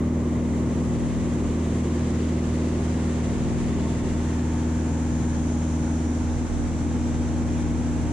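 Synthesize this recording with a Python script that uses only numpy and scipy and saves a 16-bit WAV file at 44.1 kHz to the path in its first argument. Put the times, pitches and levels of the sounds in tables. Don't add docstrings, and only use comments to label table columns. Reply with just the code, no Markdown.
import sys
import numpy as np
from scipy import signal
from scipy.fft import rfft, irfft
from scipy.io import wavfile
from scipy.ndimage import uniform_filter1d, minimum_filter1d

SR = 44100
rng = np.random.default_rng(int(sys.argv[2]) if len(sys.argv) > 2 else 0)


def to_wav(s):
    ch = np.atleast_2d(s).T
    pcm = np.round(np.clip(ch, -1, 1) * 32767)
    wavfile.write(sys.argv[1], SR, pcm.astype(np.int16))


N = 358091
TIME_S = np.arange(N) / SR
BINS_HZ = np.maximum(np.arange(N // 2 + 1) * SR / N, 1)
HISS_SETTLE_DB, HISS_SETTLE_S = -6.5, 0.66

# t/s, f/Hz
CYCLE_RATE = [(0, 20.01), (2.1, 20.035), (3.3, 20.0), (5, 20.04), (8, 20.05)]
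# t/s, half length/s, right hum gain/dB, right hum lag/ms, shaft shake/dB, rumble/dB
JOLTS = [(0.55, 0.32, -4.5, -1, -54, -58), (1.096, 0.21, -11, -3.5, -61, -43),
         (1.45, 0.092, -4, 0, -29, -55), (3.58, 0.27, -8, -2.5, -33, -43),
         (4.06, 0.17, -1.5, 1.5, -37, -42), (5.15, 0.27, -0.5, 1, -40, -39), (6.298, 0.18, 2, 1, -39, -35),
         (6.577, .11, 1, 0.5, -26, -40), (7.75, .2, -2.5, 0, -41, -57.5)]


def undb(db):
    return 10 ** (np.asarray(db) / 20)


def curves(table):
    t_s, *columns = np.transpose(table)
    return [np.interp(TIME_S, t_s, column) for column in columns]


def spectra(table):
    hz, *columns = np.transpose(table)
    return [np.interp(np.log(BINS_HZ), np.log(hz), column) for column in columns]


def turned(heading, wing, nose):
    return wing + heading * (nose - wing)


def swell(t_s, half_s):
    return np.exp(-((TIME_S - t_s) / half_s) ** 2)


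def settle(start_db, tau_s):
    return start_db * np.exp(-TIME_S / tau_s)


def shape(x, gain):
    return irfft(rfft(x) * gain, N)


def unit(x):
    return x / np.std(x)


def lowpass(hz, slope):
    return 1 / (1 + (BINS_HZ / hz) ** slope)


def highpass(hz, slope):
    return 1 / (1 + (hz / BINS_HZ) ** slope)


def resonance(hz, width_hz):
    return 1 / (1 + ((BINS_HZ - hz * hz / BINS_HZ) / width_hz) ** 2)


def band(hz, width_hz):
    return unit(shape(rng.standard_normal(N), resonance(hz, width_hz)))


def walk(rate_hz):
    return unit(shape(rng.standard_normal(N), lowpass(rate_hz, 4)))


def gliding(hz, width_hz):
    phase = 2 * np.pi * np.cumsum(hz) / SR
    return unit(walk(width_hz) * np.cos(phase) + walk(width_hz) * np.sin(phase))


def mic_pair(a, b, lag_ms=0.05):
    # f/Hz, correlation
    likeness = [(30, 0.6), (130, 1), (330, 0.91), (520, 0.83), (800, 0.32), (1400, 0.19), (2100, 0.67),
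                (2600, 0.22), (3500, 0.73), (4400, 0.32), (5000, -0.13), (7500, -0.24), (9500, -0.041),
                (13000, .05)]
    # f/Hz, left minus right/dB
    balance = [(400, 2.5), (950, -1), (2400, -0.5), (4400, 1.5), (5600, 2.5), (6700, 0.5), (8000, 0),
               (11000, 0.5)]
    alike = np.clip(spectra(likeness)[0], -0.99, 0.99)
    mid = shape(a, np.sqrt((1 + alike) / 2))
    side = shape(b, np.sqrt((1 - alike) / 2))
    tilt = undb(spectra(balance)[0] / 2)
    delay = np.exp(-2j * np.pi * BINS_HZ * lag_ms / 1000 * lowpass(3200, 6))
    return np.array([shape(mid + side, tilt * delay), shape(mid - side, 1 / tilt)])


def firing_gate(cycle, depth, lump):
    return 1 + depth * np.cos(8 * np.pi * cycle) + lump * np.cos(2 * np.pi * cycle)


def firing_hum(cycle, heading):
    # t/s, right lag/ms
    hum_lag = [(0, 0.1), (6.2, -0.41), (6.45, 0.94), (7.2, 2)]
    left_db, right_db = turned(heading, -0.3, 2.5), 0.5
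    lag_ms = curves(hum_lag)[0]
    for t_s, half_s, hum_db, shift_ms, _, _ in JOLTS:
        right_db = right_db + hum_db * swell(t_s, half_s)
        lag_ms = lag_ms + shift_ms * swell(t_s, half_s)
    lag_cycles = lag_ms / 1000 * curves(CYCLE_RATE)[0]
    return np.array([cycle, cycle - lag_cycles]), np.array([left_db, right_db])


def panel_lift_db(hz, panel_hz=900, width_hz=23, peak_db=8.3):
    return peak_db * swell(4.35, 0.75) / (1 + ((hz - panel_hz) / width_hz) ** 4)


def drone(cycle, heading, waver_db=0.74, flutter_db=1.2):
    # multiple of cycle rate, wing level/dB, nose level/dB
    lines = [(1, -57, -57.5), (2, -51, -60), (3, -54.5, -51.5), (4, -28, -29), (5, -48.5, -51),
             (6, -43, -43), (7, -41.5, -40.5), (8, -34, -35.5), (9, -43.5, -53), (10, -35, -43),
             (12, -30, -29), (13, -40, -40.5), (14, -44.5, -39), (15, -39.5, -38), (16, -42.5, -38),
             (17, -44.5, -48), (18, -43.5, -56), (19, -59, -58.5), (20, -45, -51.5), (21, -53.5, -63.5),
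             (23, -52.5, -59), (24, -49, -48), (26, -57.5, -57), (27, -54.5, -57.5), (28, -55, -56.5),
             (29, -57.5, -60.5), (31, -62, -60.5), (32, -67, -58), (36, -69, -51.5), (38, -65, -66),
             (40, -64, -63.5), (41, -62.5, -56.5), (42, -68, -57), (45, -60.5, -59.5), (46, -61, -61),
             (47, -65.5, -64), (48, -68, -64), (50, -63.5, -74), (52, -69.5, -62), (53, -61, -66.5),
             (54, -62, -64), (56, -68.5, -66.5), (59, -64, -74), (60, -61.5, -66), (61, -65, -74)]
    # t/s, half length/s, gain/dB
    dips = [(4.042, 0.0074, -19), (6.48, 0.018, -5), (6.555, 0.36, -1.5)]
    firing_pulse, odd_pulse = (1, -0.031, 0.0038), (-1, 0.374, 0.0026)
    trim_db = turned(heading, 0.5, -0.7) + settle(1.7, 0.93)
    out = np.zeros((2, N))
    for order, wing_db, nose_db in lines:
        sign, lead, dispersion = odd_pulse if order % 4 else firing_pulse
        line_db = turned(heading, wing_db, nose_db) + panel_lift_db(order * CYCLE_RATE[0][1])
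        if order % 4:
            line_db += waver_db * walk(5.8)
        if order >= 17:
            line_db += flutter_db * walk(17.0)
        heard_cycle, offset_db = firing_hum(cycle, heading) if order == 4 else (cycle, trim_db)
        turns = order * (heard_cycle + lead) + dispersion * order ** 2
        out += sign * np.sqrt(2) * np.sin(2 * np.pi * turns) * undb(line_db + offset_db)
    return out * undb(sum(db * swell(t_s, half_s) for t_s, half_s, db in dips))


def cyclic_noise(cycle, slip_cycles=0.00073, size=2200):
    index = (cycle + slip_cycles * walk(6.6)) % 1 * size
    loops = irfft(np.exp(2j * np.pi * rng.random((2, size // 2 + 1))))
    return mic_pair(*(np.interp(index, np.arange(size), loop, period=size) for loop in loops))


def clatter(cycle, heading, wing_db=-48.0, nose_db=-52.5):
    # f/Hz, gain/dB
    spectrum = [(490, -6), (620, -8), (720, -14), (1100, -12.5), (1270, -18), (1330, -19), (1600, -19),
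                (2100, -18.5), (2400, -20.5), (4000, -34.5)]
    blows = cyclic_noise(cycle) * firing_gate(cycle, depth=0.13, lump=0.026)
    colour = undb(spectra(spectrum)[0]) * lowpass(5000, 4) * highpass(490, 30)
    return unit(shape(blows, colour)) * undb(turned(heading, wing_db, nose_db))


def rasp(cycle, width_hz=170):
    # t/s, f/Hz, level/dB
    track = [(0, 2003, -58.5), (2.2, 1995, -63), (4.1, 1920, -57.5), (4.7, 1613, -57), (5.8, 1586, -66),
             (8, 1600, -62)]
    hz, db = curves(track)
    return gliding(hz, width_hz) * firing_gate(cycle, depth=0.18, lump=0.14) * undb(db)


def turbulence(table, heading, power_response):
    noise = mic_pair(*rng.standard_normal((2, N))) * np.sqrt(SR / 2)
    wing, nose = (shape(noise, undb(db) * np.sqrt(power_response)) for db in spectra(table))
    return turned(heading, wing, nose)


def canopy_echo(x, heading, wing_ms=1.004, nose_ms=1.37, gain=0.047):
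    lag_s = turned(heading, wing_ms, nose_ms) / 1000
    return x + gain * np.array([np.interp(TIME_S - lag_s, TIME_S, channel) for channel in x])


def slipstream(cycle, heading, split_hz=1300, seal_hz=5200, flicker_db=0.52, gust_db=1):
    # f/Hz, wing level/dB, nose level/dB
    roar_spectrum = [(15, -59.5, -67), (40, -64.5, -57), (81, -61, -63), (118, -57, -57.5),
                     (174, -61, -58.5), (216, -60, -60), (261, -60, -54), (330, -60, -60.5),
                     (431, -63.5, -69), (560, -68.5, -71.5), (696, -67, -69.5), (747, -74.5, -69.5),
                     (900, -72, -68.5), (990, -73.5, -74.5), (1330, -76, -80.5)]
    # f/Hz, wing level/dB, nose level/dB
    air_spectrum = [(1270, -77, -73), (1920, -79, -81), (2270, -80.5, -83), (2780, -82.5, -86),
                    (4400, -88.5, -89.5), (4800, -88, -90.5), (5320, -88.5, -86.5), (6140, -83.5, -80.5),
                    (7550, -83, -82.5), (8100, -87, -91), (9830, -93, -92), (11280, -108, -105.5),
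                    (13100, -112, -111), (15000, -120.9, -120.9)]
    # f/Hz, width/Hz, wing level/dB, nose level/dB
    cabin_modes = [(118, 14, -43, -51), (218.3, 17, -43.5, -59.5), (284.4, 22, -41, -43.5),
                   (353, 16.6, -42, -52.5), (387.7, 16, -47.5, -55)]
    low, high = lowpass(split_hz, 12), highpass(seal_hz, 12)
    roar = turbulence(roar_spectrum, heading, low) * firing_gate(cycle, depth=0.093, lump=0.041)
    boom = sum(undb(turned(heading, wing_db, nose_db)) * band(hz, width_hz)
               for hz, width_hz, wing_db, nose_db in cabin_modes)
    rush = turbulence(air_spectrum, heading, (1 - low) * (1 - high))
    rush *= firing_gate(cycle, depth=0.024, lump=0.031)
    rush *= undb(turned(heading, 1.1, -0.1) + settle(-6.5, 0.96) + gust_db * swell(6.33, 0.14))
    hiss = turbulence(air_spectrum, heading, high) * firing_gate(cycle, depth=0.015, lump=0.03)
    hiss *= undb(turned(heading, 0.6, -1.46) + settle(HISS_SETTLE_DB, HISS_SETTLE_S))
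    flicker = undb(flicker_db * walk(14))
    return canopy_echo(roar + rush * flicker, heading) + boom + hiss * flicker


def corner_roar(hz=500, width_hz=85):
    # t/s, level/dB
    levels = [(0, -55), (.7, -42), (1.6, -47.5), (3.8, -48.5), (4.6, -58), (6.2, -60)]
    noise = mic_pair(*rng.standard_normal((2, N)))
    return unit(shape(noise, resonance(hz, width_hz))) * undb(curves(levels)[0])


def passing_resonances():
    # t/s, half length/s, f/Hz, width/Hz, left level/dB, right level/dB
    passes = [(0.2, 0.8, 600, 70, -49, -49), (0.603, 1.6, 1100, 200, -58.5, -58),
              (3.0, 1.2, 710, 49.7, -70, -46.5), (4.3, 0.9, 892, 50, -58.5, -55),
              (3.01, 0.76, 1450, 90.5, -59, -68), (3.15, 0.66, 823, 64, -49, -65),
              (3.95, .4, 3500, 200, -65, -61), (3.9, 0.73, 1064, 110, -56, -55),
              (4.1, .35, 2780, 200, -65, -60), (4.17, 0.7, 388, 45, -43.5, -45),
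              (5.9, 0.7, 5800, 970, -61, -58), (5.7, 0.8, 8500, 1100, -67, -58.5),
              (7.3, 1.4, 7950, 550, -76, -60.5), (5.6, 0.8, 153, 44, -42.5, -42),
              (3.8, 0.6, 105, 18, -41, -42), (2.4, 2.2, 920, 57, -72, -52), (1.8, 0.8, 790, 70, -52.5, -64),
              (7.0, 1.0, 480, 40, -54, -52), (7.7, 1, 2400, 900, -61, -56.5)]
    return sum(band(hz, width_hz) * swell(t_s, half_s) * undb([[left_db], [right_db]])
               for t_s, half_s, hz, width_hz, left_db, right_db in passes)


def seal_leak(width_hz=620, base_db=-56.5, pass_db=8.5, right_gain=-0.28):
    # t/s, f/Hz
    pitch = [(0, 6700), (4.2, 7090), (4.7, 7150), (5.5, 6710), (6.1, 6830), (6.6, 7550), (8, 7750)]
    level_db = base_db + settle(HISS_SETTLE_DB, HISS_SETTLE_S) + pass_db * swell(5.4, 1.05)
    jet = gliding(curves(pitch)[0], width_hz) * undb(level_db)
    return np.array([jet, right_gain * jet])


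def top_hiss(hz=12400, width_hz=2200, start_db=-75.0, fade_s=2.2):
    return np.array([band(hz, width_hz), band(hz, width_hz)]) * undb(start_db) * swell(0, fade_s)


def camera_shake(cycle, heading, left_db=-23, tone_db=-1.5, rattle_db=-9):
    shaft_gain, rumble_gain = undb(turned(heading, -43, -40)), undb(turned(heading, -57, -44))
    for t_s, half_s, _, _, shaft_db, rumble_db in JOLTS:
        shaft_gain = np.hypot(shaft_gain, undb(shaft_db) * swell(t_s, half_s))
        rumble_gain = np.hypot(rumble_gain, undb(rumble_db) * swell(t_s, half_s))
    tone = undb(tone_db) * np.sqrt(2) * np.sin(4 * np.pi * cycle)
    rattle = undb(rattle_db) * band(42, 22)
    body = shaft_gain * (tone + rattle) + rumble_gain * band(27, 13)
    return np.array([undb(left_db) * body, body])


def window_rush(hz=4400, width_hz=3600, cutoff_hz=8500):
    # t/s, level/dB
    levels = [(1.6, -74), (2, -52.5), (4.1, -57), (4.4, -76)]
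    air = shape(band(hz, width_hz), lowpass(cutoff_hz, 10))
    return np.array([air * undb(curves(levels)[0]), np.zeros(N)])


def limit(x, ceiling=0.2, size=700):
    gain = ceiling / np.maximum(np.abs(x).max(axis=0), ceiling)
    return x * uniform_filter1d(minimum_filter1d(gain, size), size)


def scene():
    # t/s, heading (0 wing, 1 nose)
    swing = [(0, 0.15), (1.2, 0), (2.8, 0.06), (3.9, 0.047), (4.5, 0.59), (5.3, 0.66), (6.3, 0.86),
             (8.1, 0.75)]
    heading = np.clip(curves(swing)[0], 0, 1)
    cycle = np.cumsum(curves(CYCLE_RATE)[0]) / SR
    engine = drone(cycle, heading) + clatter(cycle, heading) + rasp(cycle)
    air = slipstream(cycle, heading) + corner_roar() + passing_resonances() + seal_leak() + top_hiss()
    return engine + air + camera_shake(cycle, heading) + window_rush()


def record(dry):
    low_cut = signal.butter(2, 14, "high", fs=SR, output="sos")
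    high_cut = signal.ellip(8, 0.1, 80, 15150, fs=SR, output="sos")
    return signal.sosfilt(high_cut, limit(signal.sosfilt(low_cut, dry)))


dry = scene()
out = record(dry)
to_wav(out)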